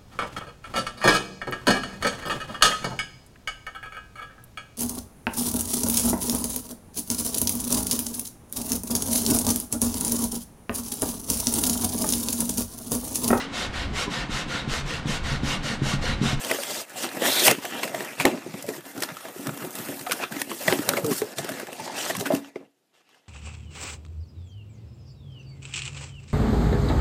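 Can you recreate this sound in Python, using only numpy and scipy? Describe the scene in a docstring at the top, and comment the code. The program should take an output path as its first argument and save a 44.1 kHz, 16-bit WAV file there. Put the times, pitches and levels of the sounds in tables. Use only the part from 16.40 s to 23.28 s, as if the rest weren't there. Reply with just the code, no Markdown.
"""Hands rub, tear and turn a hollow cardboard box with plastic wrap, right by a phone microphone in a small room.
Rubbing is a dense stream of tiny slips: the walls rumble, the card scrapes and the film hisses.
A long tear sings in a narrow band; creases snap, seams rip and a bent flap creaks, all as close by.
Fingers knock the box, which rings in its low modes, and low jolts come through the hands.
Behind them lie the short reflections of the room, its quiet air and the microphone's own noise."""
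import sys
import numpy as np
from scipy import signal
from scipy.io import wavfile
from scipy.ndimage import uniform_filter1d

SR = 44100
rng = np.random.default_rng(int(sys.argv[2]) if len(sys.argv) > 2 else 0)


def transcribe(signal):
    """Save signal, clipped to [-1, 1], as a 16-bit WAV file at the path in sys.argv[1]."""
    frames = np.atleast_2d(signal).T
    limited = np.clip(frames, -1, 1)
    pcm = np.round(limited * 32767).astype(np.int16)
    wavfile.write(sys.argv[1], SR, pcm)


def level_to_linear(level):
    """Convert decibel levels to linear amplitude factors, elementwise."""
    exponent = np.asarray(level, float) / 20
    return 10 ** exponent


N = 303408  # samples

# strokes of the hand, close to the microphone: start_s, length_s, effort_db,
# wall_pressure_db and film_share_db (both relative to the effort)
STROKES = [(0.013, 0.13, -39, -16.5, 1.4), (0.06, 0.01, -42.5, 7.5, -11), (0.098, 0.019, -30, -10, -10.8),
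           (0.11, 0.25, -40, -10, 4), (0.297, 0.015, -38, -1, 2), (0.349, 0.064, -40.5, -8.5, 5),
           (0.5, 0.075, -48, -7, -0.5), (0.575, 0.066, -39.5, -6, 4.5), (0.631, 0.019, -33, -5, 1),
           (0.751, 0.045, -43.5, 6.5, -3.8), (0.822, 0.065, -31.5, 1.3, -0.5), (0.855, 0.17, -28, -10, 3),
           (1.054, 0.017, -23, -16.2, 8), (1.047, 0.066, -23.5, -4.5, -4.5),
           (1.174, 0.1, -50.5, -2.4, -3.3), (1.226, 0.26, -40, -11, -2.5), (1.323, 0.077, -37, -1, -20),
           (1.439, 0.0059, -33.5, 1, -4.5), (1.474, 0.12, -47.1, 6, -6), (1.546, 0.081, -39, -6.5, -2.5),
           (1.636, 0.092, -39.5, -9, -8.5), (1.792, 0.13, -39, -0.5, -8), (1.81, 0.004, -28.5, -13, -2.5),
           (1.861, 0.011, -32, 10.5, -3), (1.91, 0.29, -48, 0.4, -4.5), (1.921, 0.038, -46, 13, -8),
           (2.14, 0.24, -49.5, -1.5, 0.5), (2.288, 0.011, -44.0, 6.5, 5), (2.336, 0.035, -44, -17, 0.5),
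           (2.464, 0.051, -47, -5, 1.5), (2.562, 0.034, -43, 6, -3.5), (2.633, 0.0035, -34, -10.1, 0.7),
           (2.638, 0.23, -50, -22.5, -1.5), (2.691, 0.015, -39.5, -4.5, -20), (2.854, 0.041, -46, 4, -13),
           (2.977, 0.075, -48, 0, 1.8), (3.032, 0.25, -48, 3.5, -1.9), (3.066, 0.0073, -39.5, 6, -12),
           (3.209, 0.046, -41, -2, -1), (3.31, 0.1, -48, -14, 4), (3.356, 0.18, -44, 4, 3),
           (3.45, 0.19, -49.5, 3.5, 6), (3.674, 0.13, -41, -6, -0.5), (3.716, 0.0086, -34, -0.5, -4),
           (3.827, 0.01, -28, -16, -16), (3.918, 0.092, -39.5, 0.5, -3.5), (4, 0.018, -43.5, -13.1, 8),
           (4.1, 0.15, -53.2, -23, 13), (4.108, 0.012, -38.5, 1.1, -16), (4.213, 0.16, -41, -1, 1.1),
           (4.27, 0.23, -40.5, -2, 0.5), (4.277, 0.06, -29.5, -3.2, -3.5), (4.484, 0.11, -37, 4.5, -2),
           (4.575, 0.15, -50.5, 9.5, 5.5), (4.663, 0.037, -57, 24.5, 16.5), (4.707, 0.017, -36, -10, 0.9),
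           (4.735, 0.06, -41.5, -14, 9.5), (4.821, 0.0028, -39.5, 7, -1), (4.857, 0.074, -48, 2, 0.5),
           (4.981, 0.239, -41, -1.5, -5.5), (4.986, 0.0038, -40.5, 2, 8.5),
           (5.278, 0.015, -49.5, 5.5, -22.1), (5.323, 0.084, -52.5, 5.5, 6), (5.403, 0.21, -47, 4.5, 1.5),
           (5.441, 0.02, -46, -12, 4), (5.552, 0.22, -40, -3, -1.8), (5.572, 0.12, -36.5, -24, 1.5),
           (5.799, 0.015, -45, 11.5, 10), (5.857, 0.13, -44.5, 1, -4), (5.866, 0.0037, -32, -16, -5),
           (5.937, 0.022, -40, 10, 1), (6.029, 0.057, -52, -2, -5.7), (6.155, 0.1, -62.5, 1, -13),
           (6.165, 0.005, -57, 5, -5), (6.207, 0.005, -76, 29, -5.3), (6.546, 0.066, -64, -19, -7),
           (6.657, 0.14, -67.5, -16, -6), (6.698, 0.088, -63.5, -17, -5)]
STROKE_RISE_DB_S, CARD_FALL_DB_S, WALL_FALL_DB_S, FILM_FALL_DB_S = 702.5, 450.5, 302, 498.5


def rubbing():
    """Each stroke drives slips on the walls, the card and the film, over the steadier shifting of the hold."""
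    start_s, length_s, effort_db, wall_db, film_db = np.transpose(STROKES)
    hold_db, bright = holding(column=1), holding(column=2)
    wall_rows = zip(start_s, length_s, effort_db + wall_db)
    card_rows = zip(start_s, length_s, effort_db)
    film_rows = zip(start_s, length_s, effort_db + film_db)
    wall_gain = swells(wall_rows, STROKE_RISE_DB_S, WALL_FALL_DB_S, hold_db - 7.5)
    card_gain = swells(card_rows, STROKE_RISE_DB_S, CARD_FALL_DB_S, hold_db)
    # a brighter film is also louder under the hold
    film_gain = swells(film_rows, STROKE_RISE_DB_S, FILM_FALL_DB_S, hold_db - 4 + 0.94 * bright)
    return wall_gain * wall_rumble() + card_gain * card_scrape() + film_gain * film_hiss(bright)


# the hands keep shifting on the box: time_s, effort_db, brightness_db_per_octave as the film turns,
# pitch_hz (resonance of the rubbed card)
HOLD = [(0, -42.5, 0, 2606), (.4, -43.5, -2, 3600), (.46, -53.5, 3, 2000), (0.621, -44, -3, 3160),
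        (.8, -39.5, 4, 1857), (1.2, -49, 0.5, 2983), (1.4, -48, 1.5, 3086), (1.55, -48.5, 2, 1920),
        (1.75, -46, 2, 2500), (2.0, -51, -3, 2400), (2.43, -54, 5.5, 1700), (2.7, -50, 4, 1298),
        (3.3, -46.5, 7, 1288), (3.9, -50.5, 4, 1590), (4.2, -45.5, 3, 3500), (4.3, -41, 1.5, 1600),
        (4.6, -46, 6.5, 1290), (4.95, -51.5, -2, 1614), (5.1, -43, 1, 1687), (5.35, -49.5, -1, 2700),
        (5.5, -45.5, -9, 1600), (5.571, -46, -6, 2780), (5.75, -50, -3, 3590), (5.9, -60, 3.5, 1598),
        (6.02, -61, 0, 2200), (6.13, -65, -7, 2000), (6.3, -88, 1.5, 2990), (6.5, -82, -1, 3470),
        (6.651, -75, -10.5, 2673), (6.88, -68, -10, 3275)]


def holding(column):
    """One property of the hold, gliding from row to row as the hands shift."""
    table = np.array(HOLD)
    return np.interp(np.arange(N) / SR, table[:, 0], table[:, column])


# colour of the shaken walls: frequency_hz, level_db (per Hz, relative)
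RUMBLE = [(82, -33), (140, -6.5), (183, -15.5), (264, 9.5), (303, -2.5), (356, -9.5), (519, -2.5),
          (642, -0.5), (1400, -21), (1820, -42.5), (3080, -120)]


def wall_rumble():
    """Slips shake the walls and their modes; the rumble's pitch glides between those of the spots knocked."""
    knocked = np.transpose(KNOCKS)

    def colour_db(hz, t):
        return read(RUMBLE, hz) + 7 * hump(hz, np.interp(t, knocked[0], knocked[2]), octaves=0.45)

    walls = coloured(slips(4000, spread_db=1.5, clump_db=1.5), colour_db, patchy_db=2)
    ringing = signal.oaconvolve(slips(2000, spread_db=1.5, clump_db=1.5), box_ring(spot_hz=400, reach=4))[:N]
    return evened(walls + 0.37 * evened(ringing))


# colour of the scraped card: frequency_hz, level_db (per Hz, relative)
SCRAPE = [(80, -60.5), (300, -4.5), (800, 0), (1300, -3), (2000, -3), (2800, -3), (3600, -6), (4300, -11),
          (7000, -16.5), (15000, -57.5)]


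def card_scrape():
    """Dense slips scrape and sparse ones tick on the card, setting the box's modes ringing."""
    held = np.transpose(HOLD)

    def colour_db(hz, t):
        return read(SCRAPE, hz) + 6 * hump(hz, np.interp(t, held[0], held[3]), octaves=0.2)

    dense = slips(12000, spread_db=1.5, clump_db=1.5)
    ticks = slips(250, spread_db=2.5, clump_db=3)
    scrape = evened(dense) + 0.35 * evened(ticks)
    ringing = signal.oaconvolve(scrape, box_ring(spot_hz=2000, reach=11))[:N]
    return evened(coloured(scrape, colour_db, patchy_db=2.6) + 0.42 * evened(ringing))


# colour of the plastic film: frequency_hz, level_db (per Hz, relative)
HISS = [(500, -63), (2500, -6), (5000, 2.5), (6500, 1.5), (8500, 2.5), (11000, -2), (13500, -1),
        (15500, -7.5)]


def film_hiss(bright):
    """Very dense slips and a few ticks hiss on the film, tilting brighter or duller around 9 kHz as it turns."""
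    def colour_db(hz, t):
        tilt = np.interp(t * SR, np.arange(N), bright)
        return read(HISS, hz) + tilt * np.log2(np.maximum(hz, 5000) / 9000)

    dense = slips(20000, spread_db=1.5, clump_db=1.2)
    ticks = slips(200, spread_db=2.5, clump_db=3)
    return coloured(evened(dense) + 0.22 * evened(ticks), colour_db, patchy_db=2.5)


# the long tear, close by: time_s, level_db, pitch_hz (centre of its band)
TEAR = [(0.8, -45, 3400), (0.836, -33.5, 3300), (0.926, -24.5, 3770), (0.948, -29.5, 3670),
        (1.014, -22, 3770), (1.018, -25.5, 3720), (1.066, -29.5, 3115), (1.1, -37, 3275)]


def tear():
    """Fibres part at a steady pace and the slit between the flaps picks out one gliding band."""
    s, level_db, slit_hz = np.transpose(TEAR)

    def slit_db(hz, t):
        return -40 * (1 - hump(hz, np.interp(t, s, slit_hz), octaves=0.55))

    fibres = coloured(slips(6600, spread_db=-1.5, clump_db=2), slit_db, patchy_db=0)
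    return level_to_linear(np.interp(np.arange(N) / SR, s, level_db, left=-120, right=-120)) * fibres


# snaps of fibre and film, close by: start_s, level_db (dull part), treble_db, pitch_hz
SNAPS = [(.0464, -29.5, -27, 3160), (0.1457, -29.5, -30.5, 1940), (0.1846, -36, -45, 1280),
         (.233, -25.5, -29, 3140), (.6888, -33.5, -41, 3970), (.7133, -30.5, -56.5, 1710),
         (.7692, -33, -36.5, 1870), (0.8534, -22.5, -26.5, 1920), (1.0798, -3.5, -10, 2150),
         (1.1112, -11.5, -12, 1950), (1.1842, -31.5, -47, 1010), (1.251, -21.5, -30.5, 1680),
         (1.35, -30.5, -40, 1800), (1.4321, -16, -27.5, 2100), (1.476, -29, -39, 1820),
         (1.546, -23, -35, 1800), (1.605, -25, -38, 1860), (1.6463, -33.5, -34.5, 1850),
         (1.8524, -4, -12.5, 1900), (1.9738, -31, -51, 1120), (2.139, -28.5, -47, 1110),
         (2.224, -50, -31.5, 1850), (2.2637, -50, -36.5, 2510), (2.2877, -34.5, -32.5, 2340),
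         (2.4067, -40, -47, 1530), (2.4527, -40.5, -44, 1830), (2.577, -37.5, -36, 1380),
         (2.6033, -38, -31.5, 1250), (2.6338, -22, -26, 5030), (2.688, -30.5, -46, 1460),
         (2.7677, -31.5, -43, 1330), (2.8087, -36.5, -51, 1360), (2.8527, -33, -48, 1300),
         (2.884, -34.5, -44.5, 1080), (3.0693, -27.5, -28, 1200), (3.0919, -28, -44.5, 1380),
         (3.1737, -33, -35, 1200), (3.247, -32, -41.5, 1120), (3.352, -40, -30.5, 1800),
         (3.385, -36, -30.5, 3360), (3.485, -34.5, -35, 1830), (3.592, -36, -34.5, 4400),
         (3.6106, -35, -34.5, 2030), (3.6955, -29, -36.5, 2460), (3.7102, -19.5, -28, 1520),
         (3.729, -32.5, -25.5, 1340), (3.8367, -23.5, -45, 2540), (3.922, -27, -35, 1560),
         (3.9648, -27, -39, 2000), (3.998, -34, -34.5, 1540), (4.0158, -19, -21, 1790),
         (4.0945, -37, -46, 4320), (4.1144, -24, -43.5, 1180), (4.2803, -10, -35, 1980),
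         (4.324, -9, -32, 1520), (4.388, -25.5, -37.5, 1290), (4.4895, -6.5, -10.5, 1540),
         (4.5348, -23, -32.5, 1410), (4.5684, -23, -36, 2180), (4.6445, -29, -29, 1280),
         (4.663, -43, -26.5, 1250), (4.816, -26, -33.5, 1170), (4.983, -25.5, -27, 3920),
         (5.044, -30, -32.5, 1220), (5.0897, -25, -29, 1540), (5.1178, -30, -36, 1720),
         (5.1974, -29, -32.5, 1660), (5.2687, -33, -40, 1700), (5.3286, -36, -37, 2750),
         (5.398, -33, -44, 1020), (5.4759, -29, -47, 1000), (5.5884, -27, -34.5, 2760),
         (5.7502, -24.5, -32, 1090), (5.7662, -33, -25.5, 1070), (5.798, -38, -27, 3100),
         (5.8082, -28.5, -31, 4120), (5.9207, -28.5, -36, 1080), (5.9487, -30, -28, 2770),
         (6.157, -34.5, -57, 2040), (6.6897, -52, -63, 1116), (6.7433, -50, -66, 1650)]
SNAP_RISE_S, SOFT_DECAY_S, HARD_DECAY_S, SOFT_DB = 0.0014, 0.0039, 0.0014, -34.5


def snaps():
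    """Each snap builds up as the crease gives, then dies in a few milliseconds, faster the harder it is."""
    out, t = np.zeros(N), np.arange(SR // 10) / SR
    noise = rng.standard_normal((len(SNAPS), 2, len(t)))
    for (s, level_db, treble_db, hz), cracks in zip(SNAPS, noise):
        softness = min(max(level_db, treble_db) / SOFT_DB, 1)
        decay_s = HARD_DECAY_S + (SOFT_DECAY_S - HARD_DECAY_S) * softness
        burst = np.minimum(t / SNAP_RISE_S, 1) * np.exp(-np.maximum(t - SNAP_RISE_S, 0) / decay_s)
        add(out, s, burst * crackle(cracks, level_db, treble_db, hz))
    return out


# short rips of glued card, close by: start_s, length_s, level_db (dull part), treble_db, pitch_hz
RIPS = [(0.1117, 0.0045, -22, -28.5, 2070), (0.817, 0.042, -32.5, -39, 1900),
        (1.061, 0.015, -30, -25.5, 2200), (1.103, 0.016, -30, -31.5, 2000),
        (1.429, 0.015, -30.5, -37, 1960), (1.798, 0.015, -22.5, -34, 2400),
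        (2.6213, 0.0046, -23, -25.5, 1880), (3.664, 0.011, -31, -50, 1340),
        (3.718, 0.0057, -17.5, -22.5, 1420), (3.806, 0.033, -35.5, -45, 2510),
        (4.276, 0.011, -24.5, -31, 1880), (4.568, 0.011, -26.5, -37, 2170), (4.71, 0.021, -35, -35.5, 1120),
        (5.694, 0.018, -29, -34.5, 1760), (5.856, 0.015, -27, -36.5, 1510)]


def rips():
    """A seam gives way: crackle swells fast, holds unevenly while the hand pulls and stops short."""
    out, t = np.zeros(N), np.arange(SR // 10) / SR
    noise = rng.standard_normal((len(RIPS), 3, len(t)))
    for (s, length_s, *colour), (*cracks, jerks) in zip(RIPS, noise):
        pull = np.minimum(t / 0.0016, 1) * np.exp(-np.maximum(t - length_s, 0) / 0.0023)
        uneven = level_to_linear(1.9 * evened(uniform_filter1d(jerks, size=90)))
        add(out, s, pull * uneven * crackle(cracks, *colour))
    return out


def crackle(cracks, level_db, treble_db, hz):
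    """Breaking fibres: a dull part around a pitch and a bright spit."""
    dull, spit = cracks
    broad = band(band(dull, 600, 3000), 380, 7200)
    pitched = band(dull, hz * 0.9, hz * 1.05)
    body = evened(broad) + 1.1 * evened(pitched)
    return level_to_linear(level_db) * evened(body) + level_to_linear(treble_db) * evened(band(spit, 4200, 14000))


# knocks on the box, close by: start_s, level_db, pitch_hz (of the struck spot),
# ring_db (relative to the push), push_s (its decay, at least 2 ms)
KNOCKS = [(0.111, -19.5, 554, -3.5, 0.0093), (0.145, -19, 400, -24, 0.0049), (0.186, -21, 560, -18, 0.0088),
          (0.414, -35, 660, -20, 0.011), (0.558, -33.5, 738, -10, 0.018), (0.638, -25, 345, -12.5, 0.019),
          (0.768, -37, 356, 5.5, 0.011), (0.82, -22.5, 530, -1.5, 0.013), (0.85, -29.5, 670, -0.5, 0.0047),
          (1.02, -31, 355, 6, 0.011), (1.078, -14.5, 780, 0.5, 0.0052), (1.115, -17, 424, -8, 0.0059),
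          (1.182, -18.5, 278, -30, 0.0037), (1.245, -27.5, 712, -1.5, 0.015), (1.325, -37, 316, -5, 0.013),
          (1.448, -25.5, 547, -10.5, 0.006), (1.544, -16.5, 677, -11.5, 0.0049),
          (1.606, -29.5, 400, -1.5, 0.0053), (1.8, -27, 167, -3, 0.01), (1.851, -10, 341, -3.5, 0.011),
          (2.063, -27.5, 348, -5, 0.011), (2.096, -36, 171, -18, 0.02), (2.139, -21, 202, -7.5, 0.0059),
          (2.242, -27, 584, -12, 0.012), (2.288, -19, 424, -9.5, 0.0049), (2.38, -29, 348, -23, 0.0093),
          (2.46, -38.5, 280, -1.5, 0.0067), (2.577, -26, 280, -11, 0.0086),
          (2.619, -22.5, 338, -29, 0.0068), (2.69, -43, 260, 0, 0.011), (2.852, -34.5, 593, -0.5, 0.0091),
          (2.884, -38, 577, -5, 0.011), (2.961, -31, 384, -14, 0.011), (2.994, -28.5, 258, -3, 0.0072),
          (3.065, -23, 262, -7, 0.0094), (3.088, -23, 265, -3.5, 0.0073), (3.239, -34.5, 367, 3, 0.032),
          (3.388, -37, 202, 5, 0.014), (3.489, -20.5, 270, -6, 0.0028), (3.607, -32, 149, 2, 0.0087),
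          (3.667, -23, 730, -35, 0.012), (3.695, -22, 502, -21, 0.0067), (3.734, -36, 285, -16, 0.0072),
          (3.8, -29.5, 702, -0.5, 0.02), (3.833, -23.5, 450, -30, 0.0067), (3.918, -40, 192, 0, 0.016),
          (3.965, -18, 280, -27, 0.0058), (4.016, -27, 285, -23, 0.01), (4.073, -33, 312, -3.5, 0.008),
          (4.117, -26, 339, -11, 0.015), (4.207, -33, 573, -18.5, 0.0092), (4.279, -16, 625, -5.5, 0.0063),
          (4.325, -15, 388, -3.5, 0.006), (4.391, -12, 300, -35.5, 0.007),
          (4.488, -24.5, 568, -32.5, 0.013), (4.538, -18, 400, -20, 0.0053),
          (4.573, -20.5, 561, -2.5, 0.016), (4.583, -33, 426, -39.5, 0.0071), (4.645, -31, 388, -4, 0.024),
          (4.701, -22, 378, -31, 0.0082), (4.713, -11, 261, -20, 0.0074), (4.818, -13.5, 423, -29, 0.011),
          (4.988, -29, 670, -0.5, 0.011), (4.998, -26, 132, -7, 0.0039), (5.046, -23.5, 403, -21, 0.0059),
          (5.092, -27.5, 625, -5, 0.0086), (5.113, -27.5, 252, -7, 0.012), (5.196, -27, 596, -10, 0.0085),
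          (5.23, -23.5, 395, -17, 0.0045), (5.285, -28.5, 747, -6.5, 0.0057),
          (5.325, -26, 517, -11.5, 0.0034), (5.396, -24, 885, -31, 0.0083), (5.46, -35, 830, 3, 0.017),
          (5.498, -22, 870, -16, 0.0054), (5.699, -24, 680, -0.5, 0.0095), (5.776, -35, 147, -19, 0.0087),
          (5.811, -26, 400, -6.5, 0.019), (5.86, -28.5, 280, 1.5, 0.0092), (5.904, -10.5, 598, -8, 0.01),
          (5.924, -19, 660, -12, 0.0097), (5.936, -8.5, 273, -12.5, 0.0049),
          (6.159, -23, 400, -8.5, 0.0066)]


def knocks():
    """A finger pushes the wall in, a dying swing at the spot's pitch, and the box rings with it."""
    out, t = np.zeros(N), np.arange(SR // 2) / SR
    for s, level_db, hz, ring_db, push_s in KNOCKS:
        push = np.sin(2 * np.pi * hz * t) * np.exp(-t / max(push_s, 0.002))
        onset = np.minimum(t / 0.0019, 1)
        add(out, s, level_to_linear(level_db) * onset * (push + level_to_linear(ring_db) * box_ring(hz, reach=6.5)))
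    return out


# modes of the hollow box: pitch_hz, level_db (before the struck spot's weighting), t60_s
BOX = [(162, -15.5, 0.04), (208, -21.5, 0.12), (280, -6, 0.31), (366, -1, 0.16), (424, 2.5, 0.057),
       (496.5, 2.5, 0.054), (647.3, 4, 0.064), (789, 2, 0.041), (962, 1.5, 0.029), (1336, -11, 0.092),
       (1500, -10, 0.036), (1760, -6.5, 0.048), (1950, -7, 0.047), (2100, -11, .12), (2400, -18, 0.14),
       (2770, -8, 0.08)]


def box_ring(spot_hz, reach):
    """Decaying box modes; each loses reach dB per octave away from the struck spot's pitch."""
    t = np.arange(SR // 2) / SR
    ring = np.zeros(len(t))
    for hz, level_db, t60_s in BOX:
        fading_db = level_db - reach * abs(np.log2(hz / spot_hz)) - 60 * t / t60_s
        ring += level_to_linear(fading_db) * np.sin(2 * np.pi * hz * t)
    return ring


# a bent flap creaks, close by: time_s, level_db, slips_per_s
CREAK = [(4.645, -22.5, 150), (4.666, -28, 149), (4.718, -24.5, 138), (4.74, -49, 110)]
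# partials of the creak: multiple, level_db (relative)
PARTIALS = [(1, -3.5), (2, 4), (3, 9), (4, -28)]


def creak():
    """Nearly regular slips of a fold; the hollow box keeps only their lowest partials."""
    s, level_db, per_s = np.transpose(CREAK)
    t = np.arange(N) / SR
    waver = 1 + 0.0307 * evened(uniform_filter1d(rng.standard_normal(N), size=400))
    turns = np.cumsum(np.interp(t, s, per_s) * waver) / SR
    fold = sum(level_to_linear(db) * np.sin(2 * np.pi * multiple * turns) for multiple, db in PARTIALS)
    gain = np.interp(t, s, level_to_linear(level_db), left=0, right=0)
    return uniform_filter1d(gain, size=150) * evened(fold)


# low jolts carried through the hands: start_s, level_db
JOLTS = [(0.276, -64), (0.551, -51), (0.843, -49.5), (1.084, -29), (1.334, -59), (1.451, -42), (1.539, -46),
         (1.601, -40), (1.801, -32.5), (1.85, -34), (1.93, -52), (2.053, -45), (2.138, -53), (2.244, -38),
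         (2.375, -45), (2.577, -46), (2.717, -44), (2.966, -54), (3.077, -33), (3.227, -41), (3.392, -44.5),
         (3.485, -41), (3.605, -50), (3.713, -51), (3.912, -44.5), (4.121, -49.5), (4.277, -32),
         (4.385, -37.5), (4.488, -36.5), (4.573, -36.5), (4.641, -33), (4.709, -33.5), (4.81, -40),
         (4.99, -34), (5.09, -40), (5.404, -41), (5.558, -57), (5.707, -46), (5.775, -28), (5.903, -37)]
JOLT_RISE_DB_S, JOLT_HOLD_S, JOLT_FALL_DB_S = 899, 0.0083, 349.5


def jolts():
    """Uneven low pushes: slips narrowed to about 100-210 Hz, over a faint share of the hold's effort."""
    pushes = band(band(slips(300, spread_db=2, clump_db=2), 110, 200), 100, 210)
    rows = [(s, JOLT_HOLD_S, level_db) for s, level_db in JOLTS]
    return swells(rows, JOLT_RISE_DB_S, JOLT_FALL_DB_S, holding(column=1) - 20) * evened(pushes)


# decay of the small room: frequency_hz, t60_s
ROOM = [(200, 0.22), (1000, 0.2), (4000, 0.38), (12000, 0.42)]


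def room(x):
    """Sparse reflections of random sign, each band dying at its own speed."""
    taps = np.zeros(SR // 2)
    at = np.arange(200, SR // 2 - 20, 20)
    taps[at + rng.integers(0, 20, len(at))] = rng.choice([-1., 1.], len(at))
    hz, t, z = signal.stft(taps, SR, nperseg=256)
    tail = signal.istft(z * level_to_linear(-60 * t / read(ROOM, hz)[:, None]), SR, nperseg=256)[1]
    return signal.oaconvolve(x, tail / np.linalg.norm(tail))[:N]


# colour of the air and microphone noise: frequency_hz, level_db (per Hz, relative)
ROOM_TONE = [(18, -57), (30, -21), (208, -5.5), (341, 1), (591, -9.5), (709, -2), (945, -13.5),
             (1080, -13.5), (2690, -15.5), (13300, -22), (15500, -36)]


def room_tone():
    """The quiet air of the room and the microphone's own noise: coloured noise at -73 dB."""
    return level_to_linear(-73) * coloured(rng.standard_normal(N), lambda hz, t: read(ROOM_TONE, hz), patchy_db=1.5)


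def slips(per_s, spread_db, clump_db):
    """Stick-slip: tiny clicks of uneven size that come in clumps of a few milliseconds."""
    chance, size = rng.random(N), rng.exponential(1, N)
    sign, clump = rng.standard_normal(N), rng.standard_normal(N)
    clump = evened(uniform_filter1d(uniform_filter1d(clump, size=300), size=300))
    return sign * (chance < per_s / SR) * level_to_linear(spread_db * np.minimum(size, 4) + clump_db * clump)


def coloured(x, colour_db, patchy_db):
    """Gives each short moment its spectrum, with wandering patches; every moment's gain has rms 1."""
    hz, t, z = signal.stft(evened(x), SR, nperseg=512, noverlap=384)
    patches = rng.standard_normal((len(t), len(hz))).T
    patches = evened(uniform_filter1d(uniform_filter1d(patches, size=8, axis=0), size=9, axis=1))
    gain = level_to_linear(colour_db(hz[:, None], t) + patchy_db * patches) * np.ones(z.shape)
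    gain = gain / np.sqrt((gain ** 2).mean(0))
    return signal.istft(z * gain, SR, nperseg=512, noverlap=384)[1][:N]


def swells(rows, rise_db_s, fall_db_s, under_db):
    """Gain over time: each (start, length, dB) rises up to its start, holds and falls; powers add to under_db."""
    t, power = np.arange(0, N, 64) / SR, level_to_linear(2 * under_db[::64])
    for s, length_s, level_db in rows:
        rise_db = rise_db_s * np.minimum(t - s, 0)
        fall_db = fall_db_s * np.maximum(t - s - length_s, 0)
        power = power + level_to_linear(2 * (level_db + rise_db - fall_db))
    return np.interp(np.arange(N) / SR, t, np.sqrt(power))


def hump(hz, centre_hz, octaves):
    """A resonance: a bell of height 1 on a log frequency axis."""
    return np.exp(-(np.log2((hz + 1) / centre_hz) / octaves) ** 2)


def evened(x):
    """Scales to rms 1."""
    return x / np.sqrt(np.mean(x ** 2) + 1e-20)


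def read(points, hz):
    """Reads a table of (Hz, value) along log frequency."""
    f, value = np.transpose(points)
    return np.interp(np.log(hz + 1), np.log(f + 1), value)


def add(mix, s, sound):
    """Lays a sound into the mix at s seconds."""
    part = mix[round(s * SR):][:len(sound)]
    part += sound[:len(part)]


def band(x, lo_hz, hi_hz):
    """Band-pass filter."""
    return signal.sosfilt(signal.butter(2, [lo_hz, min(hi_hz, SR / 2.1)], "band", fs=SR, output="sos"), x)


def scene():
    """All sources at the microphone; only the snaps, rips, knocks and creak excite the room's reflections."""
    blows = snaps() + rips() + knocks() + creak()
    return (rubbing() + tear() + jolts() + blows + level_to_linear(-17) * room(blows) + room_tone())[None]


def top_cut(x):
    """Nothing passes above the cut-off."""
    return signal.sosfilt(signal.butter(12, 16430, fs=SR, output="sos"), x)


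def record(dry):
    """The deep bass is thinned, a sharp low-pass at 15.45 kHz cuts the top treble, the highest peaks are rounded."""
    thin = signal.sosfilt(signal.butter(6, 95, "high", fs=SR, output="sos"), dry)
    lowpass = signal.firwin(511, 15450, window=("kaiser", 8), fs=SR)
    thin = signal.oaconvolve(thin, lowpass[None], "same")
    ceiling = 0.74  # of full scale
    rounded = thin / (1 + abs(thin / ceiling) ** 4) ** 0.25
    return top_cut(rounded)


dry = scene()
out = record(dry)
transcribe(out)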